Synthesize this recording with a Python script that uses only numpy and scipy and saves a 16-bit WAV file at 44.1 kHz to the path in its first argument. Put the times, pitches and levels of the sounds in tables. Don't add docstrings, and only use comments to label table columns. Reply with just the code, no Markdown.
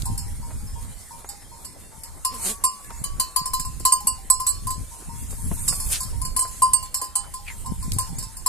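import sys
import numpy as np
from scipy import signal
from scipy.fft import rfft, irfft, next_fast_len
from scipy.io import wavfile
from scipy.ndimage import uniform_filter1d, map_coordinates

SR = 44100
rng = np.random.default_rng(int(sys.argv[2]) if len(sys.argv) > 2 else 0)


def file_out(sig):
    cols = np.atleast_2d(sig).T
    lim = np.clip(cols, -1, 1)
    pcm = np.round(lim * 32767).astype(np.int16)
    wavfile.write(sys.argv[1], SR, pcm)


def voltage_ratio(decibels):
    exponent = np.asarray(decibels, float) / 20
    return 10 ** exponent


N = 373968

# time_s, level_db
BUFFET_LEVEL = [(0, -31), (.5, -30), (.95, -43.5), (1.3, -45.5), (2.7, -41.5), (3.1, -33.5), (3.8, -37),
                (4.4, -42), (4.8, -38), (5.6, -28.5), (6.3, -32.5), (7.15, -47.5), (7.7, -30.5), (8.1, -32),
                (8.48, -39.5)]
# time_s, gain_db
EDDIES = [(.1, 3.5), (.65, 2.5), (.897, 5), (2.5, 2.5), (2.75, -16), (3.02, 2), (3.179, 2.5), (3.3, -10),
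          (3.42, -3), (3.6, 1), (3.8, 5.5), (3.94, -5), (4.055, 4), (4.8, 7.5), (4.98, -8), (5.09, -0.5),
          (5.23, 2), (5.518, 3.5), (5.655, 4), (7.719, 1.5), (7.885, 2), (7.965, 3.5), (8.27, -2.5),
          (4.62, 4.5), (4.7, 1.5), (4.88, -2), (8.19, 2.5)]
# peak_s, peak_db, pitch_hz, left_minus_right_db
SLAPS = [(0.029, -26.5, 80.7, -12.5), (0.096, -30.5, 130, 16), (0.301, -41, 83.4, 0),
         (0.395, -35, 87, -0.5), (0.638, -34, 80.7, -6), (3.013, -31.5, 96, -29), (3.413, -34.5, 113, -19),
         (3.598, -34, 107, -9), (4.048, -38.5, 143, 16.0), (4.777, -32, 112, 14),
         (5.083, -33.5, 121, -13.0), (5.222, -40, 180, 12.5), (5.46, -29, 80.7, 4), (5.514, -24.5, 127, 10),
         (5.709, -33, 105, 14), (6.271, -39, 116, -14), (7.717, -25, 143, 33), (7.878, -28, 120, 11),
         (7.96, -23, 82, -12), (8.126, -35.5, 128, -15.5), (8.181, -31, 96, -19), (8.264, -36, 78.5, -6.5)]
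# freq_hz, level_db
BUFFET_SPECTRUM = [(8.8, -45), (15, 4.5), (32, 5.5), (75, 1.5), (103, -10.5), (130, -14), (170, -17.5),
                   (290, -120)]
# freq_hz, level_db
FLUTTER_SPECTRUM = [(53, -17), (90, 0.5), (200, -13.5), (242, -13.5), (359, -29.5), (500, -30.5),
                    (650, -57), (1100, -120)]
# time_s, level_db
RUSTLE_LEVEL = [(0, -42), (.3, -46), (1.8, -49), (3.0, -45.5), (3.5, -47.5), (5.2, -44), (5.75, -36.5),
                (6.3, -46), (7.0, -50), (8.08, -43), (8.48, -49)]
# freq_hz, level_db
HISS_SPECTRUM = [(2650, -17), (5480, -13.5), (7190, -6), (8320, -2.5), (10400, -5), (11400, -10),
                 (14000, -15), (15000, -68)]
# freq_hz, left_minus_right_db
HISS_LEAN = [(4400, -0.5), (7500, -3.5), (9000, -4.5), (10500, 6.5), (14000, 2.5)]
# start_s, hold_s, peak_db, rise_db_per_s, fall_db_per_s
PUFFS = [
    (2.467, 0.039, -24.5, 208, 400),
    (5.926, 0.011, -29, 258, 236),
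    (6.57, 0.011, -41, 123, 150),
    (6.86, 0.0012, -43, 1500, 897),
    (7.475, 0.0079, -55, 198, 155),
    (4.256, 0.013, -63, 300, 500),
    (5.31, 0.0035, -41.5, 1487, 503),
]
# freq_hz, level_db
MURMUR_SPECTRUM = [(200, 4), (300, 1), (950, -1.5), (2200, -8), (3000, -30), (4200, -9), (7500, -50),
                   (12000, -120)]

# start_s, peak_db
LEADER = [(0.065, -38.5), (0.4302, -43), (0.7594, -43.5), (1.111, -40.5), (1.5196, -44.5), (2.0508, -49.5),
          (2.9, -43), (4.0619, -43), (4.9152, -45), (5.0959, -39), (5.3852, -49), (5.568, -47),
          (6.1312, -46), (7.505, -48.5), (7.649, -42)]
# start_s, peak_db, pitch_hz
DEEP = [(0.059, -43, 791), (0.237, -52, 817), (0.604, -53, 836), (1.29, -45, 811), (4.01, -45, 824),
        (4.185, -51, 778), (6.822, -55, 826), (6.999, -47.5, 820), (7.16, -41.5, 810), (7.392, -48.5, 816),
        (7.664, -52, 794), (7.969, -49, 790), (8.099, -49, 800)]
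# start_s, peak_db
HIGH = [
    (2.2483, -41),
    (2.4892, -42.5),
    (2.641, -39),
    (3.044, -40.5),
    (3.2708, -47),
    (3.362, -39),
    (4.465, -41),
    (5.6856, -44),
    (6.943, -48),
]
# start_s, peak_db, pitch_hz
STRAY = [(.15, -48, 809), (.18, -48, 960), (.68, -54, 1070), (.9, -57, 827), (1.3, -56, 902),
         (1.65, -51, 995), (1.7, -57, 880), (1.92, -48, 897), (2.4, -40.5, 926), (4.95, -50, 1040),
         (5.38, -57, 1053), (5.8, -47, 898), (7.7, -48, 918), (8.067, -47, 917), (8.249, -50, 905)]
# start_s, peak_db, pitch_hz
FAINT = [
    (.42, -56, 4580),
    (.59, -55, 4640),
    (.672, -47, 5230),
    (1.003, -53, 5280),
    (1.404, -53, 5180),
    (1.5, -56, 4320),
    (2.845, -49, 1717),
]

# start_s, length_s, level_db, start_hz
CHIRPS = [
    (1.24, .1, -55, 6100),
    (2.96, .07, -56, 6300),
    (7.49, .08, -56, 6800),
    (8.15, .06, -51, 5900),
]
# start_s, peak_db, knock_hz
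HOOVES = [(0.507, -39, 850), (1.244, -37, 755), (1.421, -48.5, 1380), (2.904, -34, 1050), (3.802, -37, 410),
          (5.02, -40, 508), (5.327, -39.5, 483), (5.513, -28.5, 588), (5.725, -31.5, 940),
          (6.451, -37, 1010), (7.02, -37, 590)]
# start_s, peak_db
TWIGS = [
    (.0204, -19),
    (.156, -34),
    (.8275, -35),
    (2.846, -33),
    (2.905, -32),
    (5.3068, -30),
    (7.9195, -14),
]
# freq_hz, level_db
SNIFF_SPECTRUM = [(5000, -44), (7600, -24), (8400, -4), (9200, -11), (10300, -2), (11500, -12),
                  (14000, -13), (16000, -74)]
# start_s, hold_s, level_db, nose_start_hz, nose_end_hz
SNORTS = [
    (2.325, 0.044, -42.5, 2050, 2100),
    (2.458, 0.058, -32, 1980, 2040),
    (5.928, 0.032, -26.5, 5950, 2300),
    (7.481, 0.026, -35, 2780, 1640),
]
# resonance_width_ratio, flap_hz, flap_db
NOSTRILS = [
    (15.8, 225, 12),
    (28, 200, 9),
    (1.77, 180, -30),
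    (0.169, 520, -16),
]

# start_s, ring_db, mouth_db
BLOWS = [(2.2483, -16.5, -20), (2.638, -14.5, -15.5), (3.039, -25.5, -41.5), (3.1975, -14.5, -23),
         (3.3607, -16.5, -18), (3.5339, -18.5, -18), (3.8511, -11, -12), (3.921, -15.5, -15),
         (4.07, -17, -23.0), (4.3002, -11, -17), (4.4658, -17, -29), (4.489, -20.2, -63.0),
         (4.6689, -25.5, -21.5), (5.679, -14, -38), (6.0036, -22.5, -32), (6.3637, -17, -22),
         (6.3907, -17.5, -46), (6.6199, -17, -7.5), (6.733, -15, -21.5), (6.9424, -17.5, -33),
         (7.014, -25, -25.0), (7.154, -17.5, -27.5), (7.9848, -19, -23), (8.461, -15.5, -18.5)]
LANDINGS = [(1.8, -0.06, -0.27, 0.25), (1.81, 0.61, -1.05, 0.11), (-0.2, 0.19, 0.85, -1.54),
            (-0.09, 0.38, 0.74, -0.75), (0.93, -0.18, 0.99, -0.77), (-0.84, -0.7, 0.74, -0.52),
            (-0.27, 0.23, 0.57, -0.18), (0.03, -0.58, -0.08, -1.6), (2.26, 2.64, -1.65, 0.29),
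            (0.45, 1.07, -0.78, 0.51), (-1.05, 1.16, -0.24, -0.07), (-0.55, 0.74, 0.05, 0.03),
            (-0.21, -0.07, 0.1, -0.98), (-0.53, -0.66, -0.74, 0.08), (-0.16, -0.03, 0.05, -0.09),
            (0.47, -0.23, -0.04, -0.28), (-0.49, 0.55, -0.29, -0.83), (-0.08, -0.64, -0.4, -1.19),
            (1.24, 1.26, -0.72, -0.69), (-0.61, -0.73, 0.0, 0.09), (-0.63, -1.03, 0.04, -0.94),
            (-0.51, 0.43, 0.22, -0.87), (0.79, 0.78, -0.44, -0.53), (-0.01, -1.82, 0.69, 0.41)]
# start_s, ring_db, mouth_db, height, round_rim (relative units)
GRAZES = [(0.0538, -27.5, -39, 0.081, 0.5), (0.177, -25.5, -50, 0.19, -0.82),
          (1.289, -28, -65.0, -0.46, -0.58), (1.6465, -30, -47, 0.41, 0.57),
          (2.0342, -30.5, -60, 0.19, -0.32), (2.34, -33, -30, 0.56, 0.3),
          (3.456, -22, -26.5, -0.019, -0.34), (3.5959, -22, -35.0, -0.67, -0.66),
          (3.649, -29, -27.5, 0.038, 0.089), (4.0035, -32, -65.0, -0.47, -0.56),
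          (4.3989, -24, -20.5, -0.54, -0.76), (4.7037, -24, -27.5, -0.24, 0.65),
          (5.7999, -23, -40, 0.3, -0.077), (6.03, -26.5, -61, 0.19, -0.62),
          (6.2149, -27, -30.0, 0.079, -0.14), (6.2496, -24, -35.5, 0.98, 0.81),
          (6.42, -25.5, -23.5, -0.49, -0.64), (6.475, -32.5, -36.5, 0.12, -0.44),
          (6.826, -29, -30.5, 0.45, 1.1), (7.338, -28.5, -30, 0.54, 0.66),
          (7.659, -33, -30.5, -0.27, -0.44), (7.825, -32, -35, 1, -0.083), (8.1836, -24, -48, -0.02, 0.16),
          (8.225, -30, -38.5, -0.9, -1.26), (8.367, -32.5, -46, 0.96, -1.1),
          (3.797, -31.5, -47, 0.1, 0.093),
    (5.704, -32, -62, 0.1, 0.1),
    (5.732, -30, -45, 0.1, 0.1),
    (6.968, -27, -60, 0.09, 0.1),
    (7.041, -30.5, -60, -0.1, 0.1),
    (7.931, -27.5, -55, 0.1, 0.091),
    (8.005, -26.5, -60, 0.1, 0.1),
]
WALL_HZ = [1650, 2406, 2541, 2632, 2842, 3025, 3171, 3478, 3714, 3957, 4094, 4352, 4506, 4618, 4825, 5297,
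           5373, 5742, 5997, 6110, 6325, 6815, 6944, 7402, 7601, 7948, 8505, 8590, 8984, 9625, 9856, 10120,
           10524, 11019, 11325, 11730, 12015, 12270, 12720, 13300]
# level_db, t60_s
WALL_MODES = [(-37, 0.25), (-40, 0.34), (-42.0, 0.32), (-42.7, 0.25), (-33.5, 0.31), (-34, 0.28),
              (-39.5, 0.089), (-40.5, 0.089), (-36, 0.17), (-38, 0.1), (-28.5, 0.27), (-22, 0.36),
              (-39, 0.106), (-23, 0.24), (-22, 0.26), (-18.5, 0.36), (-19.5, 0.21), (-35, 0.091),
              (-36.3, 0.2), (-22, 0.14), (-27.5, 0.15), (-19.5, 0.17), (-24, 0.23), (-12.5, 0.17),
              (-10.5, 0.18), (-8.5, 0.13), (-10.5, 0.12), (-15, 0.13), (-33, 0.16), (-12, 0.098),
              (-4.5, 0.082), (-2, 0.032), (-20.5, 0.1), (-24, 0.073), (-14, 0.041), (-21, 0.082),
              (-14, 0.087), (-11, 0.039), (-36.3, 0.15), (-22, 0.14)]
# height_db, round_rim_db, slant_db, flatness_db
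WALL_SHAPES = [(-0.5, -1.7, 1.8, -4.3), (0.1, -1.2, -0.9, -2.7), (1.9, -1.5, -2.7, -2.4),
               (0.2, -1.5, -3.3, -3.1), (3.7, 1.3, -1.6, -2.0), (-3.9, 1.6, 4.3, -8.0),
               (5.2, -1.2, 7.3, -7.8), (0.9, 3.7, 6.0, 2.1), (-1.9, -0.3, -1.1, -2.2),
               (-4.5, -0.6, 3.1, 2.9), (-7.4, 3.2, 15.3, 1.0), (-0.4, 3.1, 6.7, 8.1), (1.5, 1.4, 1.4, -0.3),
               (5.8, 5.2, 9.0, -3.0), (-1.1, -6.8, -3.7, -6.1), (1.5, -1.5, 1.2, 4.3),
               (-3.4, -4.5, -3.7, 4.1), (-0.8, -2.6, -1.2, 1.1), (2.2, -0.2, 0.7, -0.3),
               (-1.0, 1.3, 0.5, -1.8), (2.6, 3.3, -0.0, 0.9), (-1.0, -3.9, 2.0, -4.9),
               (-0.7, -0.6, -0.0, -0.4), (-1.6, 1.0, -4.1, 1.7), (0.5, -3.1, 3.7, 7.3),
               (-7.3, 6.5, -3.8, 10.1), (-2.6, 3.2, -6.9, -11.3), (2.8, -1.5, -10.6, -6.4),
               (-0.5, -0.3, 0.0, 0.0), (3.5, -1.1, 1.7, 6.5), (1.7, -1.0, -1.2, 1.3), (2.2, 0.1, 4.0, -4.3),
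               (4.9, -0.2, 0.2, 5.2), (5.5, 1.2, -1.5, 1.7), (2.6, -0.4, -4.9, 5.3),
               (-3.4, -0.5, -0.7, -0.2), (0.2, -0.9, 3.9, -3.0), (-5.0, 3.5, 0.6, 1.6),
               (-0.0, -0.2, -2.5, 0.3), (2.5, -1.8, -2.2, 1.0)]
# freq_hz, level_db
CLACK_SPECTRUM = [(700, -7), (2000, -4), (3400, -13.5), (5000, -5.5), (6000, -14.5), (8500, -1.5),
                  (10500, -2.5), (12300, -5), (14000, -10.5)]
# freq_hz, left_minus_right_db
BELL_LEAN = [(1050, 0), (4700, -4.5), (5400, -3), (6800, -5.5), (7700, -7.5), (8600, -9), (9900, 7),
             (13000, 3.5)]
# freq_hz, left_lead_rad
BELL_TURN = [(1000, 1.1), (3000, 1.7), (8000, 1.1), (12000, .8)]
# freq_hz, threshold_db
DROPOUT = [(1400, -16), (1900, -11), (2400, -9), (2900, 0), (3800, 1), (4500, -3), (5800, 3), (6600, -1),
           (12000, -4), (14000, -9)]

MOUTH_HZ, LEADER_HZ, HIGH_HZ = 1033, 931, 1132
EDDY_S, FLUTTER_DB, FLUTTER_GROWTH = 0.05, -8, 1.87
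SLAP_DECAY_S, SLAP_LATE_S, SLAP_GAIN_DB, SLAP_PITCH_RATIO = .006, .005, 5, 1.35
KNOCK_T60_S = .06
SNIFF_START_S, SNIFF_LENGTH_S, SNIFF_EDGE_S = 5.4, 0.528, 0.03
SNIFF_DB, SNIFF_SWELL_DB = -34, 8.5
SNIFF_BURST_DB, SNIFF_BURST_S, SNIFF_FLAP_HZ = 11.5, .016, 205
SNORT_ATTACK_S, SNORT_RELEASE_S, SNORT_EDGE_DB = .035, 0.047, -32
UPPER_NOSE_RATIO, UPPER_NOSE_DB = 1.87, -16.5
SWING_DB = 5
MOUTH_SCATTER_RAD = .1


def unit(x):
    return x / np.sqrt(np.mean(x ** 2) + 1e-20)


def along(points, hz):
    f, v = np.transpose(points)
    return np.interp(np.log(hz + 1), np.log(f + 1), v)


def level_curve(points):
    s, db = np.transpose(points)
    return np.interp(np.arange(N) / SR, s, db)


def bumps(events, width_s):
    t = np.arange(0, N + 32, 32) / SR
    total = sum(db * np.exp(-((t - s) / width_s) ** 2 / 2) for s, db in events)
    return np.interp(np.arange(N) / SR, t, total)


def wobble(rate_hz, count=N):
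    knots = rng.standard_normal(int(count * rate_hz / SR) + 4)
    return map_coordinates(knots, [np.arange(count) * rate_hz / SR])


def filtered(x, response):
    m = next_fast_len(N + SR // 2)
    return irfft(rfft(x, m) * response(np.fft.rfftfreq(m, 1 / SR)), m)[..., :N]


def rush(spectrum, alike, patchy_db):
    z = signal.stft(rng.standard_normal((2, N)), nperseg=512)[2]
    field = uniform_filter1d(rng.standard_normal(z.shape[1:]), size=6, axis=0)
    field = uniform_filter1d(field, size=10, axis=1)
    a, b = signal.istft(z * voltage_ratio(patchy_db * unit(field)), nperseg=512)[1][:, :N]
    turn = np.arccos(np.clip(alike, -1, 1)) / 2
    pair = np.cos(turn) * a + np.sin(turn) * np.array([b, -b])
    return unit(filtered(pair, lambda hz: voltage_ratio(along(spectrum, hz))))


def add(track, s, sound):
    part = track[..., round(s * SR):][..., :sound.shape[-1]]
    part += sound[..., :part.shape[-1]]


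def ring(hz, db, t60_s, attack_s, scatter_rad, rough_db=3.0, in_step=False, longest_s=.27):
    hz, db, t60_s = (np.reshape(v, (-1, 1)) for v in (hz, db, t60_s))
    count = next_fast_len(int(SR * min(.85 * t60_s.max(), longest_s)), True)
    t = np.arange(count) / SR
    draws = 1 if in_step else hz.shape
    phase = rng.uniform(0, 2 * np.pi, draws)
    stray = scatter_rad * rng.standard_normal(draws)
    knots = rng.standard_normal((2, len(hz), 24), np.float32)
    swell, slip = signal.resample(knots, count, axis=2)
    fade = voltage_ratio(np.float32(db - 60 * t / t60_s + rough_db * swell)) * (1 - np.exp(-t / attack_s))
    cycle = 2 * np.pi * hz * t + phase + rough_db / 4 * slip
    lean = (along(BELL_LEAN, hz) + SWING_DB * scatter_rad * rng.standard_normal(draws)) / 2
    turn = (along(BELL_TURN, hz) + stray) / 2
    ports = [fade * voltage_ratio(k * lean) * np.sin(np.float32(cycle + k * turn)) for k in (1, -1)]
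    return np.array([port.sum(0) for port in ports])


def slaps():
    out, t = np.zeros((2, N)), np.arange(-2000, 2000) / SR
    for (s, db, hz, pan_db), phase in zip(SLAPS, rng.uniform(0, 2 * np.pi, len(SLAPS))):
        share = voltage_ratio([[pan_db / 2], [-pan_db / 2]])
        envelope = np.exp(-np.abs(t) / SLAP_DECAY_S) + np.exp(-np.abs(4 * t) / SLAP_DECAY_S)
        crest = envelope * 0.65 * np.cos(2 * np.pi * SLAP_PITCH_RATIO * hz * t + phase)
        add(out, s + SLAP_LATE_S, voltage_ratio(db + SLAP_GAIN_DB) * 2 * share / share.sum() * crest)
    return np.roll(out, -len(t) // 2, axis=1)


def wind():
    eddy_db = bumps(EDDIES, EDDY_S)
    buffet_db = level_curve(BUFFET_LEVEL) + eddy_db
    flutter_db = buffet_db + (FLUTTER_GROWTH - 1) * eddy_db + FLUTTER_DB
    slow, fast = (2 * np.tanh(np.array([wobble(rate), wobble(rate)]) / 2) for rate in (9, 30))
    buffet = unit(voltage_ratio(2.5 * slow + 1.6 * fast) * rush(BUFFET_SPECTRUM, alike=-0.017, patchy_db=-1.44))
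    flutter = unit(voltage_ratio(3.1 * slow + 6.4 * fast) * rush(FLUTTER_SPECTRUM, alike=0.029, patchy_db=1.1))
    return voltage_ratio(buffet_db + [[-1.2], [.6]]) * buffet + voltage_ratio(flutter_db) * flutter + slaps()


def murmur():
    return voltage_ratio(-52.0 + wobble(2.87) + wobble(26)) * rush(MURMUR_SPECTRUM, alike=0.38, patchy_db=4.0)


def rustle():
    t = np.arange(N) / SR
    level = voltage_ratio(level_curve(RUSTLE_LEVEL))
    for s, hold_s, db, rise, fall in PUFFS:
        drop_db = np.maximum(np.maximum(rise * (s - t), fall * (t - s - hold_s)), 0)
        level = level + voltage_ratio(db - drop_db)
    hiss = level * voltage_ratio(wobble(30) + wobble(10)) * rush(HISS_SPECTRUM, alike=0.49, patchy_db=2.2)
    return filtered(hiss, lambda hz: voltage_ratio(np.outer([.5, -.5], along(HISS_LEAN, hz))))


def back_of_flock(count=420):
    out, t = np.zeros((2, N)), np.arange(SR // 4) / SR
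    for s, pitch, size, life, left in rng.random((count, 5)):
        hz = 1600 * 4.2 ** pitch ** .6
        fade = voltage_ratio(-52.5 - 12 * size - 60 * t / (.3 + .5 * life)) * (1 - np.exp(-t / .003))
        add(out, s * N / SR, fade * np.sin(2 * np.pi * hz * t) * [[left], [1 - left]])
    return out


def far_bells():
    out = np.zeros((2, N))
    leader = [(*row, LEADER_HZ) for row in LEADER]
    high = [(*row, HIGH_HZ) for row in HIGH]
    # events, partial ratios, partial levels_db, t60_s
    bells = [(leader, [1, 1.115, 5.62], [3, -5, -11], [.45, .5, .5]),
             (high, [1, 5.3], [3, -12], [.7, .3]),
             (DEEP, [1, 1.03], [3, -5], .45),
             (STRAY, [1], [0], .75),
             (FAINT, [1], [0], .5)]
    for rows, ratios, dbs, t60_s in bells:
        for s, db, hz in rows:
            tone = ring(hz * np.array(ratios), db + np.array(dbs), t60_s, attack_s=0.0021,
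                        scatter_rad=0.3, rough_db=1.4, longest_s=.45)
            add(out, s - .004, tone)
    return out


def bird():
    out = np.zeros((2, N))
    for s, length_s, db, start_hz in CHIRPS:
        u = np.arange(int(length_s * SR)) / (length_s * SR)
        hz = start_hz + (7600 - start_hz) * np.sin(u * np.pi / 2)
        level = voltage_ratio(db + 8 + 3 * wobble(52, count=len(u))) * np.sin(np.pi * u)
        add(out, s, level * np.sin(2 * np.pi * np.cumsum(hz) / SR))
    return out


def feet():
    out, t = np.zeros((2, N)), np.arange(2000) / SR
    for s, db, hz in HOOVES:
        band = signal.butter(2, [hz / 2.54, hz * 1.54], "band", fs=SR)
        knock = signal.lfilter(*band, rng.standard_normal(len(t)))
        add(out, s, voltage_ratio(db - 60 * t / KNOCK_T60_S) * unit(knock) * [[1], [.9]])
    band = signal.butter(2, [3200, 12500], "band", fs=SR)
    for s, db in TWIGS:
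        tick = signal.lfilter(*band, rng.standard_normal((2, len(t))))
        add(out, s, voltage_ratio(db - 60 * t / .016) * tick)
    return out


def sniff():
    u = np.arange(N) / SR - SNIFF_START_S
    outside_s = np.maximum(-u / 2, 0) + np.maximum(u - SNIFF_LENGTH_S, 0)
    swell_db = SNIFF_SWELL_DB * (1 - np.clip(u / SNIFF_LENGTH_S, 0, 1)) ** 2
    level_db = SNIFF_DB - swell_db - 20 * (outside_s / SNIFF_EDGE_S) ** 2
    level_db = level_db + bumps([(SNIFF_START_S + SNIFF_LENGTH_S, SNIFF_BURST_DB)], SNIFF_BURST_S)
    flutter_db = wobble(40) + 2 * wobble(2 * SNIFF_FLAP_HZ)
    return voltage_ratio(level_db + flutter_db) * rush(SNIFF_SPECTRUM, alike=0.7, patchy_db=4)


def snorts():
    out, t = np.zeros((2, N)), np.arange(SR // 4) / SR
    for (s, hold_s, db, start_hz, end_hz), (width, flap_hz, flap_db) in zip(SNORTS, NOSTRILS):
        length_s = SNORT_ATTACK_S + hold_s + SNORT_RELEASE_S
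        f, frames, z = signal.stft(rng.standard_normal((2, len(t))), SR, nperseg=256)
        f = f[:, None]
        centre = np.interp(frames, [0, length_s], [start_hz, end_hz])
        nose = 1 / (1 + ((f / centre - centre / (f + 1)) / width) ** 2)
        upper = 1 / (1 + ((f / centre - UPPER_NOSE_RATIO) / (0.56 * width)) ** 4)
        nose = nose + voltage_ratio(UPPER_NOSE_DB) * upper
        a, b = signal.istft(z * nose, SR, nperseg=256)[1][:, :len(t)]
        cycle = np.cumsum(flap_hz * voltage_ratio(0.67 * wobble(65, count=len(t)))) / SR % 1
        chopped = (.5 + np.exp(-4 * cycle)) * unit(np.array([a + .5 * b, a - .5 * b]))
        flap = voltage_ratio(flap_db) * np.exp(-5 * cycle) * np.sin(3 * np.pi * cycle)
        attack = np.maximum(1 - t / SNORT_ATTACK_S, 0)
        release = np.maximum(1 + (t - length_s) / SNORT_RELEASE_S, 0)
        add(out, s - SNORT_ATTACK_S, voltage_ratio(db + SNORT_EDGE_DB * (attack + release)) * (chopped + flap))
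    return out


def near_bell():
    out, rattle = np.zeros((2, N)), np.zeros((2, N))
    level_db, t60_s = np.transpose(WALL_MODES)
    shapes = np.array(WALL_SHAPES)
    t = np.arange(4000) / SR
    blows = [(*blow, *spot) for blow, spot in zip(BLOWS, LANDINGS)]
    for s, db, mouth_db, *spot in blows + GRAZES:
        wall_db = db + level_db + np.dot(shapes[:, :len(spot)], spot) + 0.35
        wall_t60_s = t60_s * voltage_ratio(rng.normal(0, 1.5, len(t60_s)))
        add(out, s, ring(WALL_HZ, wall_db, wall_t60_s, attack_s=.002, scatter_rad=.9, rough_db=2.6))
        minor_hz = rng.uniform(3700, 13500, 26)
        minor_db = db + along(CLACK_SPECTRUM, minor_hz) - 18.5 + rng.normal(0, 3.6, minor_hz.shape)
        add(out, s, ring(minor_hz, minor_db, 0.15, attack_s=0.00045, scatter_rad=0.47))
        click_and_wash = voltage_ratio(-60 * t / 0.00081) + voltage_ratio(-5.5 - 60 * t / 0.085)
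        add(rattle, s, voltage_ratio(db - 2.1) * rng.standard_normal((2, len(t))) * click_and_wash)
        mouth = ring(MOUTH_HZ * np.array([1.003, 1]), [mouth_db - 2.5, mouth_db - 6], [.2, .36],
                     attack_s=0.004, scatter_rad=MOUTH_SCATTER_RAD, rough_db=.5, in_step=True)
        add(out, s, mouth)

    def clack(hz):
        return voltage_ratio(along(CLACK_SPECTRUM, hz) + np.outer([.5, -.5], along(HISS_LEAN, hz)))

    return out + filtered(rattle, clack)


def slope(x):
    t = np.arange(SR // 4) / SR
    tail = rng.standard_normal((2, len(t))) * voltage_ratio(-60 * t / 0.084)
    treble = filtered(x, lambda hz: .2 + .8 / (1 + (2000 / (hz + 1)) ** 4))
    return signal.fftconvolve(treble, tail / np.linalg.norm(tail[0]), axes=1)[:, :N]


def scene():
    background = wind() + murmur() + rustle()
    flock = back_of_flock() + far_bells() + bird() + feet() + sniff() + snorts() + near_bell()
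    return background + flock + voltage_ratio(-13) * slope(flock)


def thinned(x, under_db, chance_db):
    pair = np.array([x[0] + x[1], x[0] - x[1]]) / 2
    hz, _, z = signal.stft(pair, SR, nperseg=2048)
    power = np.abs(z[:, :-1]) ** 2
    bands = power.reshape(2, -1, 8, z.shape[-1]).mean(axis=2)
    centre = hz[4::8, None]
    treble = bands[:, 40:68].mean(axis=1, keepdims=True)
    steady = treble < 4 * np.roll(treble, 1, axis=2)
    whim = uniform_filter1d(rng.standard_normal(bands.shape), size=8, axis=2)
    threshold_db = under_db + along(DROPOUT, centre) + chance_db * whim
    weak = bands < treble * voltage_ratio(2 * threshold_db)
    starved = (centre > 1400) & (centre < 14000) & steady & weak
    z[:, :-1] *= np.repeat(~starved, 8, axis=1)
    mid, side = signal.istft(z, SR, nperseg=2048)[1][:, :N]
    return np.array([mid + side, mid - side])


def top_cut(x):
    return signal.sosfilt(signal.butter(12, 15390, fs=SR, output="sos"), x)


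def record(dry):
    x = dry / (1 + np.abs(dry / .98) ** 4) ** (1 / 4)
    x = filtered(x, lambda hz: 1 / (1 + (hz / 14400) ** 60) + voltage_ratio(-57) * (hz < 15400))
    mix = thinned(x, under_db=-14.5, chance_db=13)
    return top_cut(mix)


dry = scene()
out = record(dry)
file_out(out)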